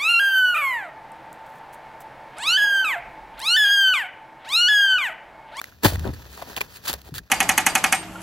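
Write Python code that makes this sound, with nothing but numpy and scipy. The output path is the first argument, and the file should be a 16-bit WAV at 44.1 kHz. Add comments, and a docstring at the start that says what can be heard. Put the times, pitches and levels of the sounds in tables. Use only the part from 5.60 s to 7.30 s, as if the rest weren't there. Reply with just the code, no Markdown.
"""A hand works a small carton into crusted snow, in the open air, near two closely spaced microphones.
First the cardboard snaps and slides lightly. A quarter of a second in comes a hard shove: a swarm of ice
grains breaks, hissing and rattling the panels, and the hollow box thumps against the packed snow.
Softer strokes then shift the carton, with scattered snaps. From about 1.25 seconds it is pressed down
with another crunch and a few last thumps."""
import sys
import numpy as np
from scipy import signal
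from scipy.fft import rfft, irfft, next_fast_len
from scipy.io import wavfile
from scipy.ndimage import map_coordinates

SR = 44100
rng = np.random.default_rng(int(sys.argv[2]) if len(sys.argv) > 2 else 0)


def waveform_to_disk(signal):
    """Save audio, clipped to [-1, 1], as 16-bit WAV at the path in sys.argv[1]."""
    frames = np.transpose(np.atleast_2d(signal))
    scaled = np.clip(frames, -1, 1) * 32767
    samples = np.round(scaled).astype(np.int16)
    wavfile.write(sys.argv[1], SR, samples)


N = 74970

# The tone colour of breaking ice. Each row: frequency in Hz, relative level in dB.
ICE_SPECTRUM = [(100, -37), (500, -16.5), (1600, 1.5), (2600, -0.5), (4400, 1), (5900, -6), (7500, 0),
                (9700, 1), (11800, -7.5), (15000, -3.5)]
# The pitches at which the cardboard panels ring. Each row: frequency in Hz, width in Hz, boost in dB.
PANEL_RESONANCES = [(227.2, 13, 0), (305, 150, -3.5), (778, 52, 1.5), (952, 26, 5), (1155, 24, 1),
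                    (1674, 76, 3.5), (1874, 18, 3), (2500, 60, 7), (3485, 130, 1.5), (4450, 170, 5.5)]


def amp(db):
    """Turn decibels into a number to multiply by."""
    return 10 ** (np.asarray(db) / 20)


def unit(x):
    """Scale x so that its average power is 1."""
    return x / np.sqrt(np.mean(x ** 2) + 1e-20)


def along(points, hz):
    """Read between (Hz, value) points on a logarithmic frequency scale."""
    freqs, values = np.transpose(points)
    return np.interp(np.log(hz + 1), np.log(freqs + 1), values)


def level(points):
    """Join (seconds, dB) points into a gain for every sample."""
    return amp(np.interp(np.arange(N) / SR, *np.transpose(points)))


def since(start):
    """Seconds gone by since start, zero before it."""
    return np.maximum(np.arange(N) / SR - start, 0)


def wobble(per_s):
    """A smooth curve through per_s random values each second."""
    return map_coordinates(rng.standard_normal(N), [np.arange(N) * per_s / SR])


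def filtered(x, response):
    """Change the level and phase of each frequency in x by response(hz)."""
    size = next_fast_len(N + SR // 2)
    return irfft(rfft(x, size) * response(np.fft.rfftfreq(size, 1 / SR)), size)[..., :N]


def coloured(x, spectrum, resonances=(), size=8192):
    """Give x a tone colour and resonances, using a filter that keeps the power of white noise."""
    hz = np.fft.rfftfreq(size, 1 / SR)
    boost_db = sum(db / (1 + (2 * (hz - centre) / width) ** 2) for centre, width, db in resonances)
    cepstrum = irfft(np.log(amp(along(spectrum, hz) + boost_db)))
    # Folding this onto its first half makes the filter ring after a click, never before it.
    cepstrum[1:size // 2] *= 2
    cepstrum[size // 2 + 1:] = 0
    response = irfft(np.exp(rfft(cepstrum)))
    return signal.fftconvolve(x, response[None] / np.linalg.norm(response), axes=1)[:, :N]


def grains(per_s, spread_db):
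    """Tiny random clicks in two rows: the part both microphones share, and the off-centre part."""
    sizes = amp(spread_db * np.clip(rng.standard_normal(N), -2, 2))
    signs = rng.choice([-1, 1], N)
    clicks = unit(sizes * signs * (rng.random(N) < per_s / SR))
    return np.array([clicks, clicks * rng.standard_normal(N)])


def ring(start, hz, fade_s, attack_s):
    """One vibration that fades by 60 dB in fade_s seconds, with no off-centre part."""
    t = since(start)
    envelope = amp(-60 * t / fade_s) * (1 - np.exp(-t / attack_s))
    return np.outer([1, 0], np.sin(2 * np.pi * hz * t) * envelope)


def hand_rumble():
    """The hand holding the box makes a low rumble."""
    # How the rumble swells and sinks. Each row: time in seconds, level in dB.
    loudness = [(0, -61), (0.1, -53), (0.2, -54.5), (0.29, -31.5), (0.49, -32), (0.56, -41), (0.65, -48),
                (0.75, -51), (0.81, -57), (1.03, -45.5), (1.15, -55.5), (1.3, -49.5), (1.47, -52.5),
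                (1.6, -41.5), (1.7, -66)]
    # Its deep tone colour. Each row: frequency in Hz, relative level in dB.
    spectrum = [(20, -18), (45, -8), (70, 2), (110, -6.5), (200, -12.5), (400, -26.5), (2000, -60.5)]
    return level(loudness) * coloured(rng.standard_normal((2, N)), spectrum)


def sliding():
    """Cardboard and fingers rub lightly over loose snow, and single crumbs crackle."""
    # How strong the sliding is. Each row: time in seconds, level in dB.
    loudness = [(0, -50), (0.08, -51), (0.2, -62.5), (0.3, -46.5), (0.53, -51), (0.63, -48.5), (0.72, -54),
                (0.93, -45.5), (1.1, -52.5), (1.21, -53.5), (1.36, -47.5), (1.43, -58), (1.52, -60),
                (1.61, -62.5), (1.7, -64)]
    # The tone colours of rubbing and of crumbs. Each row: frequency in Hz, relative level in dB.
    rub_spectrum = [(60, -11), (300, 8), (900, 1.5), (1700, -1.5), (2400, -1), (4200, -5), (6500, -6),
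                    (9500, -10), (12000, -7.5), (15500, -10)]
    crumb_spectrum = [(200, -29), (900, -1), (1700, 8.5), (2500, -12), (3800, 0), (6000, -8), (10000, -18),
                      (15000, -14)]
    pressure = level(loudness) * amp(1.4 * wobble(per_s=90))
    rub = coloured(pressure * grains(per_s=5400, spread_db=4), rub_spectrum, PANEL_RESONANCES)
    crumbs = coloured(pressure * grains(per_s=130, spread_db=6), crumb_spectrum)
    return rub + amp(-7.5) * crumbs


def thumps():
    """The box bumps on packed snow, and each bump rings briefly at a low pitch."""
    # Each row: start in seconds, level in dB, pitch in Hz, seconds to fade by 60 dB.
    bumps = [ (0.249, -16.5, 119, 0.13), (0.263, -12, 90, 0.15), (0.328, -17, 85, .16),
             (0.372, -18, 82, 0.19), (0.456, -22.5, 116.4, 0.25), (0.495, -17, 82, 0.087),
             (0.577, -34, 65, 0.4), (1.328, -29.5, 65.4, 0.16), (1.462, -31, 74, .08),
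             (1.52, -20, 145, 0.056), (1.554, -27, 110, 0.076), (1.599, -39, 174.2, 0.08),
             (1.612, -31, 71, 0.071)]
    return sum(amp(db) * ring(start, hz, fade_s, attack_s=0.0051) for start, db, hz, fade_s in bumps)


def snaps():
    """A panel or a piece of crust gives way: a short crack and a ring that dies quickly."""
    # Each row: start in seconds, crack in dB, ring in dB, ring pitch in Hz, seconds to fade by 60 dB.
    breaks = [ (0.0155, -21.5, -7.5, 1530, 0.0035), (0.0418, -26.5, -21, 2050, 0.0086),
              (0.056, -38, -58, 3600, .006), (0.086, -53, -37, 1550, 0.012), (0.124, -56, -34, 1450, .008),
              (0.2476, -8.5, -7.5, 303, 0.06), (0.252, -7, -12, 957, 0.047),
              (0.2665, -10, -22, 1300, 0.0052), (0.323, -49, -24, 640, .02),
              (0.358, -29, -19.5, 1850, 0.0069), (0.395, -26.5, -35, 1780, 0.0049),
              (0.4443, -47, -28, 1540, 0.021), (0.452, -56, -29.5, 840, .016),
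              (0.476, -37, -29, 3560, 0.0089), (0.538, -33, -35, 1710, 0.012),
              (0.7771, -37, -29.5, 1120, 0.0073), (0.794, -54, -32.5, 780, 0.022),
              (0.8175, -50, -31, 1530, 0.0072), (0.822, -48, -22.5, 950, 0.023),
              (0.8245, -52, -22, 683, 0.022), (0.9653, -20, -11, 3400, 0.0038),
              (0.9777, -45, -12, 2400, 0.0086), (1.009, -33, -10.5, 2440, 0.0074),
              (1.0096, -25, -26.5, 410, 0.047), (1.012, -39, -19, 1070, 0.018),
              (1.0137, -30, -7, 2350, 0.011), (1.273, -24, -22, 1110, 0.011),
              (1.3301, -17, -41, 1596, .006), (1.3388, -16, -20.5, 607, 0.011),
              (1.4166, -35, -59, 1500, .008), (1.4882, -41, -35.5, 750, 0.011),
              (1.492, -61, -32.5, 362, 0.017), (1.526, -65, -38, 290, 0.067),
              (1.5413, -26.5, -27, 1560, 0.0054), (1.582, -22.5, -30, 1617, 0.029),
              (1.589, -53, -24, 1675, .016)]
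    crack_fade_s = 0.0075
    crack_level, rings = np.zeros(N), np.zeros((2, N))
    for start, crack_db, ring_db, hz, fade_s in breaks:
        age = since(start)
        crack_level += amp(crack_db - 60 * age / crack_fade_s) * (age > 0)
        rings += amp(ring_db) * ring(start, hz, fade_s, attack_s=0.00027)
    return coloured(crack_level * rng.standard_normal((2, N)), ICE_SPECTRUM) + rings


def strokes():
    """Each shaky push crushes ice grains and rattles the panels and the hollow of the carton."""
    # Each row: time of full force, then rise, hold and fall, all in seconds,
    # then the levels of ice crunch, cardboard rattle and hollow body in dB.
    pushes = [ (0.234, 0.0099, 0.011, .02, -24.5, -27, -28),
              (0.248, 0.012, 0.012, 0.021, -16.5, -15.5, -19.5),
              (0.266, 0.0093, 0.015, 0.082, -24.5, -32.5, -42), (0.321, .008, .035, .014, -38, -41, -39.5),
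              (0.433, 0.1, 0.046, 0.079, -48.5, -49, -63), (0.45, 0.0087, 0.043, 0.038, -67, -40, -29.5),
              (0.535, .012, .01, 0.026, -46.5, -52, -51), (0.734, 0.12, .03, 0.12, -45.5, -59, -55),
              (0.775, 0.0045, 0.03, 0.019, -45, -46, -57), (0.818, 0.0071, 0.0098, 0.02, -41.5, -37.5, -50),
              (0.871, 0.019, 0.044, 0.034, -45.5, -44, -48.5), (0.966, 0.0044, 0.018, 0.016, -32, -36, -65),
              (1.007, 0.0026, 0.0095, 0.014, -27, -36.5, -42.5),
              (1.022, 0.014, 0.0034, 0.11, -50, -46.5, -53), (1.162, 0.11, .012, 0.026, -41, -60.5, -59),
              (1.256, 0.039, .023, .02, -33.5, -45, -70), (1.279, 0.0055, 0.0098, 0.044, -21, -36.5, -58),
              (1.297, 0.012, 0.0055, 0.053, -27.5, -34, -38.5),
              (1.332, 0.0017, 0.009, 0.026, -37, -37, -61), (1.45, 0.023, 0.041, 0.025, -51.5, -55, -58),
              (1.552, 0.02, 0.018, 0.025, -33, -56, -47.5), (1.58, .004, 0.011, 0.01, -34, -53.5, -59)]
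    # The tone colours of the cardboard and the hollow. Each row: frequency in Hz, relative level in dB.
    card_spectrum = [(100, -0.5), (350, -1.5), (700, 1.5), (1100, -2), (1800, -7), (3000, -16), (6000, -29),
                     (16000, -31.5)]
    hollow_spectrum = [(40, -30.5), (120, 0.5), (180, -4.5), (240, -0.5), (360, -0.5), (600, -13),
                       (1200, -25), (5000, -65)]
    edge_db = 30  # how far the level moves during a rise or a fall
    t, power = np.arange(N) / SR, np.zeros((3, N))
    for peak, rise, hold, fall, *levels_db in pushes:
        force_db = -edge_db * (np.maximum(peak - t, 0) / rise + since(peak + hold) / fall)
        power += amp(np.array(levels_db)[:, None] + force_db) ** 2
    judder = unit(amp(1.7 * wobble(per_s=300)))
    ice, card, hollow = np.sqrt(power) * judder
    crunch = coloured(ice * grains(per_s=12000, spread_db=3.5), ICE_SPECTRUM, PANEL_RESONANCES)
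    rattle = coloured(card * grains(per_s=2500, spread_db=7), card_spectrum, PANEL_RESONANCES)
    body = coloured(hollow * grains(per_s=2500, spread_db=7), hollow_spectrum, PANEL_RESONANCES)
    return crunch + rattle + body


def scene():
    """All the sounds together, as the left and right microphones each hear them."""
    # Each row: frequency in Hz, how far the left side runs ahead of the right in radians.
    left_lead = [(20, 0), (300, .15), (1100, .7), (1850, .7), (2200, 3.3), (3700, 6.3), (5300, 6.7),
                 (6200, 5.3), (7900, 3.3), (9600, 2.8), (11000, 1.6), (12300, .15), (16000, 0)]
    # Each row: frequency in Hz, how much louder the left side is than the right in dB.
    balance = [(60, 1), (170, 1.5), (400, 4), (1200, 3), (1900, -4.5), (2500, 0), (3500, -1), (5200, 2.5),
               (6500, .5), (16000, 0)]
    # How wide the sound is. Each row: frequency in Hz, gain of the off-centre part in dB.
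    width = [(60, -12.5), (200, -10.5), (500, -8), (1200, -9), (2300, -8.5), (5000, -6), (7000, -7),
             (9000, -19.5), (14000, -20.5)]
    shared, off_centre = strokes() + snaps() + thumps() + hand_rumble() + sliding()
    off_centre = filtered(off_centre, lambda hz: amp(along(width, hz)))
    left_right = np.array([shared + off_centre, shared - off_centre])
    half = np.array([[.5], [-.5]])  # each side takes half, in opposite directions
    return filtered(left_right,
                    lambda hz: amp(half * along(balance, hz)) * np.exp(1j * half * along(left_lead, hz)))


def record(dry):
    """The recorder cuts the deepest bass, rounds off the tallest peaks and drops the highest treble."""
    low_cut_hz, ceiling_db, top_hz = 40, -1.2, 15950
    cut = signal.sosfilt(signal.butter(2, low_cut_hz, "highpass", fs=SR, output="sos"), dry)
    rounded = cut / (1 + (cut / amp(ceiling_db)) ** 6) ** (1 / 6)
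    return filtered(rounded, lambda hz: 1 / np.sqrt(1 + (hz / top_hz) ** 240))


dry = scene()
out = record(dry)
waveform_to_disk(out)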